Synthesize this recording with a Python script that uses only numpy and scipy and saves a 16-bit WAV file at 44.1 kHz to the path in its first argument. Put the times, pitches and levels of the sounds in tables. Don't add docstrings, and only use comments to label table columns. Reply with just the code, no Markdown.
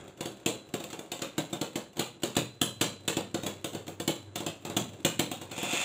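import sys
import numpy as np
from scipy import signal
from scipy.io import wavfile

SR = 44100
rng = np.random.default_rng(int(sys.argv[2]) if len(sys.argv) > 2 else 0)


def dump(signal):
    limited = np.clip(np.atleast_2d(signal).T, -1, 1)
    pcm = np.round(limited * 32767).astype(np.int16)
    wavfile.write(sys.argv[1], SR, pcm)


N = 257569

# (frequency [Hz], level [dB])
WHIRR_COLOUR = [(20, -25), (50, -9.5), (110, -1.5), (170, -3), (350, -1), (700, -9.5), (1100, -11),
                (1400, -11.5), (1900, -18), (3400, -18), (5300, -34), (7300, -21), (9500, -36),
                (15000, -48)]
# (time [s], level [dB])
SCRUB_CURVE = [(0, -44.5), (.15, -52.5), (2.5, -58), (5.84, -52.5)]
# (frequency [Hz], level [dB])
RUB_COLOUR = [(60, -22), (200, -12), (700, -2.5), (1200, -9.5), (1900, -6.5), (2650, 0.5), (3000, -6),
              (3450, -0.5), (4300, -10.5), (5400, -16), (7300, -7), (9200, -18.5), (13000, -27),
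              (15200, -22)]
# (frequency [Hz], t60 [s])
ROOM_DECAY = [(100, 0.62), (300, 0.28), (1000, 0.32), (3000, 0.34), (7500, 0.3), (14000, 0.24)]
# (frequency [Hz], level [dB], t60 [s])
CLANK_MODES = [(3560, -11, 0.22), (3150, 9, 0.25), (3200, 3, 0.4), (3260, -8, 0.27), (3700, -10, 0.27)]
# (frequency [Hz], level [dB], t60 [s])
PURE_RING_LINES = [(4002, 2, 0.73), (4097, -7, 0.75)]
# (frequency [Hz], level [dB], t60 [s])
TINKLE_MODES = [(7900, 0, 0.22), (10200, 3, .25), (10090, -9, .27), (10100, -8, 0.27), (10260, 3, 0.29),
                (10400, -9, .25)]
# (frequency [Hz], level [dB], t60 [s])
BOWL_MODES = [(122.2, -10.5, 0.66), (161.3, 1, 0.21), (203, -3.5, 0.3), (259, -11, 0.26),
              (333.7, 0.5, 0.14), (344.8, -4.5, 0.2), (426, -3, 0.054), (551, -5, 0.24), (736, -46, 0.13),
              (706.7, -1.5, 0.096), (874, -51, 0.47), (1544, -24.5, 0.15)]
# (frequency [Hz], level [dB])
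WALL_COLOUR = [(30, -35), (65, -12), (110, -10), (180, -3), (330, 0.5), (400, -2), (450, 2), (700, -8),
               (1000, -9.5), (1500, -18), (3000, -36)]
# (frequency [Hz], level [dB])
CLACK_COLOUR = [(300, -47), (900, -11.5), (1450, -5.5), (1950, -7), (2650, -1), (3400, -1), (4300, -5),
                (5300, -16), (6400, -8), (7400, -1.5), (9200, -15.5), (10200, -17), (13500, -19),
                (15200, -13)]
# (time [s], clack of the tops [dB], thump of the bowl [dB], how squarely metal meets metal [0-1])
CLASH_ROWS = [(0.2068, -43, -38, 0), (.2555, -45.5, -37, 0.7), (0.4606, -32.5, -28.5, 0.6),
              (0.7385, -41.5, -32.5, 0), (.801, -50, -44, 0), (.8376, -47, -45, 0), (.902, -51.5, -61, 0),
              (.929, -47.5, -42.5, 0), (.99, -49.5, -44, 0.05), (1.117, -40, -42, 0),
              (1.1918, -53.5, -51, 0), (1.2184, -39.5, -37.5, 0.05), (1.3801, -37.5, -29, 0.36),
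              (1.5284, -41, -34.5, 0), (1.613, -39.5, -32, 0.1), (1.756, -40.5, -33, 0.4),
              (1.9678, -50, -45, 0.1), (1.9797, -55, -43, 0), (1.9927, -34.5, -31, 0.26),
              (2.2211, -54.5, -55, 0.1), (2.2336, -36, -30.5, 0), (2.352, -47, -66, 0),
              (2.3656, -31.5, -26.5, 0.4), (2.6141, -30, -28.5, 0.98), (2.811, -30, -29.5, 0.66),
              (3.0786, -32, -33.5, 0.3), (3.1677, -37.5, -29.5, 0.25), (3.3428, -40.5, -30.5, 0),
              (3.433, -46, -38, 0), (3.4632, -39, -34.5, 0.2), (3.6438, -40, -36.5, 0),
              (3.732, -52, -43.5, 0), (3.7477, -47.5, -36.5, 0), (3.8661, -56, -57, 0),
              (3.8789, -49, -40.5, 0), (3.9993, -42.5, -36.5, 0), (4.0771, -33.5, -27, 0.57),
              (4.3565, -39.5, -40, 0.1), (4.4031, -48, -37.5, 0.1), (4.464, -39, -35, 0),
              (4.65, -45.5, -38.5, 0.2), (4.6979, -47.5, -38.5, 0), (4.7655, -32, -29.5, 0.05),
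              (5.048, -29, -27, 0.1), (5.1928, -32, -28, 0.63), (5.3138, -41.5, -37.5, 0.1),
              (5.4133, -49, -44.5, 0), (5.5128, -48, -44.5, 0), (5.5788, -43.5, -41, 0),
              (5.629, -42, -35.5, 0), (5.731, -40.5, -34, 0)]

TIME = np.arange(N) / SR
AGE = np.arange(SR) / SR
BLOW = 1764
EDGE_HZ = 15550

SPIN_HZ, SAG_HZ_PER_S = 101.8, 0.7
LEAN_START_S, LEAN_END_S, LEAN_FADE_S, HUM_DB = 2.45, 5.73, 0.26, -56
GRIND_START_S, GRIND_RISE_S, GRIND_DB = 5.475, 0.27, -31.5

# gain on the tones over the clack's level in a fully square blow (dB),
# power of squareness they follow, depth of flutter (share), rate of flutter (Hz)
RIM_DB, RIM_POWER = (-8, -14, -10), (2.5, 0.29, 1.5)
RIM_FLUTTER, RIM_FLUTTER_HZ = (0.4, 0.2, 0.9), (25, 20, 70)

THUMP_HZ, THUMP_SPREAD = 331.5, 0.068
USUAL_CLACK_DB, USUAL_THUMP_DB, USUAL_HARD_DB = -39.5, -35, -4.5
HARDENING, SOFTENING = 0.36, 0.65
SQUARE_DULL_DB = 4.5

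BRIGHT_DB, CLACK_HZ, CLACK_SPREAD = -2, 3610, 0.044
SING_HZ, GLANCE_SING_DB, SQUARE_SING_DB = 3300, 4.5, 8.5


def amp(db):
    return 10 ** (np.asarray(db) / 20)


def rms(x):
    return np.sqrt(np.mean(x ** 2) + 1e-20)


def read(points, hz):
    f, value = np.transpose(points)
    return np.interp(np.log(hz + 1), np.log(f), value)


def follow(rows):
    s, *columns = np.transpose(rows)
    return [np.interp(TIME, s, c) for c in columns]


def ramp(start_s, rise_s):
    return np.clip((TIME - start_s) / rise_s, 0, 1)


def waver(hz):
    return np.interp(TIME * hz, np.arange(len(AGE)), rng.standard_normal(len(AGE)))


def add(mix, s, sound):
    part = mix[max(round(s * SR), 0):][:len(sound)]
    part += sound[:len(part)]


def band(x, lo_hz, hi_hz):
    return signal.sosfilt(signal.butter(2, [lo_hz, hi_hz], "band", fs=SR, output="sos"), x)


def stress(x, hz, width_hz, boost_db):
    resonance = signal.lfilter(*signal.iirpeak(hz, hz / width_hz, fs=SR), x)
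    return x + (amp(boost_db) - 1) * resonance


def colour(x, points, ripple_db=0, ripple_hz=130, size=4096):
    hz = abs(np.fft.fftfreq(size, 1 / SR))
    ripple = np.interp(hz / ripple_hz, np.arange(size), rng.standard_normal(size))
    log_gain = np.log(amp(read(points, hz) + ripple_db * ripple))
    minimum_phase = np.exp(np.conj(signal.hilbert(log_gain)))
    taps = np.fft.ifft(minimum_phase).real[:size // 2]
    return signal.fftconvolve(x, taps)[:len(x)]


def room_tail(size=256):
    hz, t, z = signal.stft(rng.standard_normal(SR // 2), SR, nperseg=size)
    decay = amp(-60 * t / read(ROOM_DECAY, hz)[:, None])
    tail = signal.istft(z * decay, SR, nperseg=size)[1][:SR // 2]
    tail *= 1 - np.exp(-AGE[:len(tail)] / 0.0038)
    return tail / np.linalg.norm(tail)


def scatter(rise, fall, room_db, lumps_db=3, direct=0.45):
    tail = room_tail()
    t = AGE[:len(tail)]
    growing = direct + (1 - direct) * (t / rise) ** 2
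    fading = np.exp(-np.maximum(t - rise, 0) / fall)
    swell = np.where(t < rise, growing, fading)
    lumps = amp(lumps_db * np.interp(t * 900, np.arange(500), rng.standard_normal(500)))
    burst = lumps * swell * rng.standard_normal(len(t))
    tail = tail * np.sqrt(lumps)
    return burst / np.linalg.norm(burst) + amp(room_db) * tail / np.linalg.norm(tail)


def ring(tones, spread_db=0):
    hz, db, t60 = np.transpose(tones)[:, :, None]
    t = AGE[:round(min(t60.max(), 1) * SR)]
    chance_db = spread_db * rng.standard_normal(hz.shape)
    decaying = amp(db + chance_db - 60 * t / t60)
    return (decaying * np.sin(2 * np.pi * hz * t)).sum(0)


def tips(hiss_db=-2, drone_db=-10):
    turns_hz = SPIN_HZ - SAG_HZ_PER_S * TIME
    turn = 2 * np.pi * np.cumsum(turns_hz * (1 + 0.0192 * waver(15))) / SR
    pressure_db = 2 * waver(300) + 2.5 * waver(25) + 1.8 * np.sin(turn)
    grain = rng.standard_normal(N) * amp(pressure_db)
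    hiss = colour(grain, WHIRR_COLOUR, ripple_db=2.5, ripple_hz=95.6)
    drone = signal.fftconvolve(grain, ring(BOWL_MODES))[:N]
    whirr = amp(hiss_db) * hiss / rms(hiss) + amp(drone_db) * drone / rms(drone)
    lean = ramp(LEAN_START_S, LEAN_FADE_S) - ramp(LEAN_END_S - LEAN_FADE_S, LEAN_FADE_S)
    hum = np.sqrt(2) * np.sin(turn) * lean * amp(HUM_DB + 4.3 * waver(14))
    return amp(follow(SCRUB_CURVE)[0]) * whirr + hum


def skitter(skips_hz=22, skip_db=-1):
    out = np.zeros(N)
    scrub_db = follow(SCRUB_CURVE)[0]
    for _ in range(3):
        tap = 0.45 * clack(-2, 3500) + thump(330, -3)
        hops = (rng.random(N) < skips_hz / 3 / SR) * rng.uniform(-1, 1, N)
        out += signal.fftconvolve(hops * amp(scrub_db + skip_db), tap)[:N]
    return out


def grind(catches_hz=1500, room_db=-2, rattle_hz=190, rattle_db=4):
    lobes = np.sin(2 * np.pi * np.cumsum(rattle_hz * (1 + 0.15 * waver(60))) / SR)
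    blows = (rng.random(N) < catches_hz / SR) * rng.standard_normal(N)
    catches = blows * amp(rattle_db * lobes)
    contact = amp(GRIND_DB) * ramp(GRIND_START_S, GRIND_RISE_S)
    echoes = scatter(rise=0.003, fall=0.0025, room_db=room_db, lumps_db=4, direct=0.36)
    echoes = colour(echoes, RUB_COLOUR)
    echoes = stress(echoes, 3370, width_hz=220, boost_db=5.5)
    echoes = stress(echoes, 6870, width_hz=420, boost_db=8.0)
    return signal.fftconvolve(contact * catches / rms(catches), echoes / np.linalg.norm(echoes))[:N]


def rims():
    out = np.zeros(N)
    families = zip((CLANK_MODES, PURE_RING_LINES, TINKLE_MODES), RIM_DB, RIM_POWER, RIM_FLUTTER, RIM_FLUTTER_HZ)
    for tones, db, power, flutter, flutter_hz in families:
        ringing = signal.hilbert(ring(tones), len(AGE))
        for s, clack_db, _, square in CLASH_ROWS:
            if square > 0:
                chance = rng.standard_normal((2, len(AGE)))
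                drift = signal.lfilter(*signal.butter(2, flutter_hz, fs=SR), chance)
                wobble = (drift[0] + 1j * drift[1]) / rms(drift)
                fluttering = (ringing * (1 + flutter * wobble)).real / np.sqrt(1 + 2 * flutter ** 2)
                add(out, s, amp(clack_db + db) * square ** power * fluttering)
    return out


def thump(main_hz, hard_db, push_db=-6, modes_db=-3, walls_db=-3, push_hz=260, push_width=0.0037):
    walls = scatter(rise=0.0056, fall=0.017, room_db=9.5, lumps_db=3, direct=0.89)
    walls = colour(walls, WALL_COLOUR, ripple_db=3.5, ripple_hz=60.4)
    t = AGE[:len(walls)] - 0.0038
    push = -np.sin(2 * np.pi * push_hz * t) * np.exp(-(t / push_width) ** 2)
    modes = ring(BOWL_MODES, spread_db=2.5)
    sound = amp(push_db) * push / rms(push[:BLOW]) + amp(walls_db) * walls / rms(walls[:BLOW])
    add(sound, 0.0022, amp(modes_db) * modes / rms(modes[:BLOW]))
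    sound = stress(sound, main_hz, width_hz=47, boost_db=3.5)
    body = rms(band(sound, 100, 500)[:BLOW])
    knock = rms(band(sound, 550, 1400)[:BLOW])
    lift_db = hard_db - 20 * np.log10(knock / body)
    tilt = [(35, -10.5), (70, -10.5), (110, -1.0), (380, -1.0), (650, lift_db), (1500, lift_db - 2.0)]
    return colour(sound / body, tilt)


def clack(bright_db, main_hz, sing_db=5):
    sound = scatter(rise=0.0032, fall=0.0036, room_db=-1.5, lumps_db=4.5, direct=0.59)
    sound = colour(sound, CLACK_COLOUR, ripple_db=3.5)
    sound = stress(sound, main_hz, width_hz=160, boost_db=sing_db)
    body = rms(band(sound, 1500, 5000)[:BLOW])
    treble = rms(band(sound, 6000, 15000)[:BLOW])
    lift_db = bright_db - 20 * np.log10(treble / body)
    return colour(sound / body, [(4000, 0), (7000, lift_db), (14000, 1.47 * lift_db)])


def clashes(tops_db=-0.7, bowl_db=-0.74):
    out = np.zeros(N)
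    contacts = rng.uniform(-1.2, 1, (len(CLASH_ROWS), 2))
    for (s, clack_db, thump_db, square), (on_rim, on_bowl) in zip(CLASH_ROWS, contacts):
        metal = square ** 3
        glance_hz = CLACK_HZ * (1 + CLACK_SPREAD * on_rim)
        clack_hz = (1 - metal) * glance_hz + metal * SING_HZ
        sing_db = (1 - metal) * GLANCE_SING_DB + metal * SQUARE_SING_DB
        sharper_db = HARDENING * (clack_db - USUAL_CLACK_DB)
        heavier_db = SOFTENING * (thump_db - USUAL_THUMP_DB)
        hard_db = USUAL_HARD_DB + sharper_db - heavier_db - metal * SQUARE_DULL_DB
        thump_hz = THUMP_HZ * (1 + THUMP_SPREAD * on_bowl)
        add(out, s, amp(tops_db + clack_db) * clack(BRIGHT_DB, clack_hz, sing_db))
        add(out, s, amp(bowl_db + thump_db) * thump(thump_hz, hard_db))
    return out


def scene():
    return (tips() + skitter() + grind() + rims() + clashes())[None]


def record(dry):
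    thin = signal.sosfilt(signal.butter(2, 50, "high", fs=SR, output="sos"), dry)
    limit = signal.firwin(401, EDGE_HZ, window=("kaiser", 8), fs=SR)
    return signal.oaconvolve(thin, limit[None], "same")


dry = scene()
out = record(dry)
dump(out)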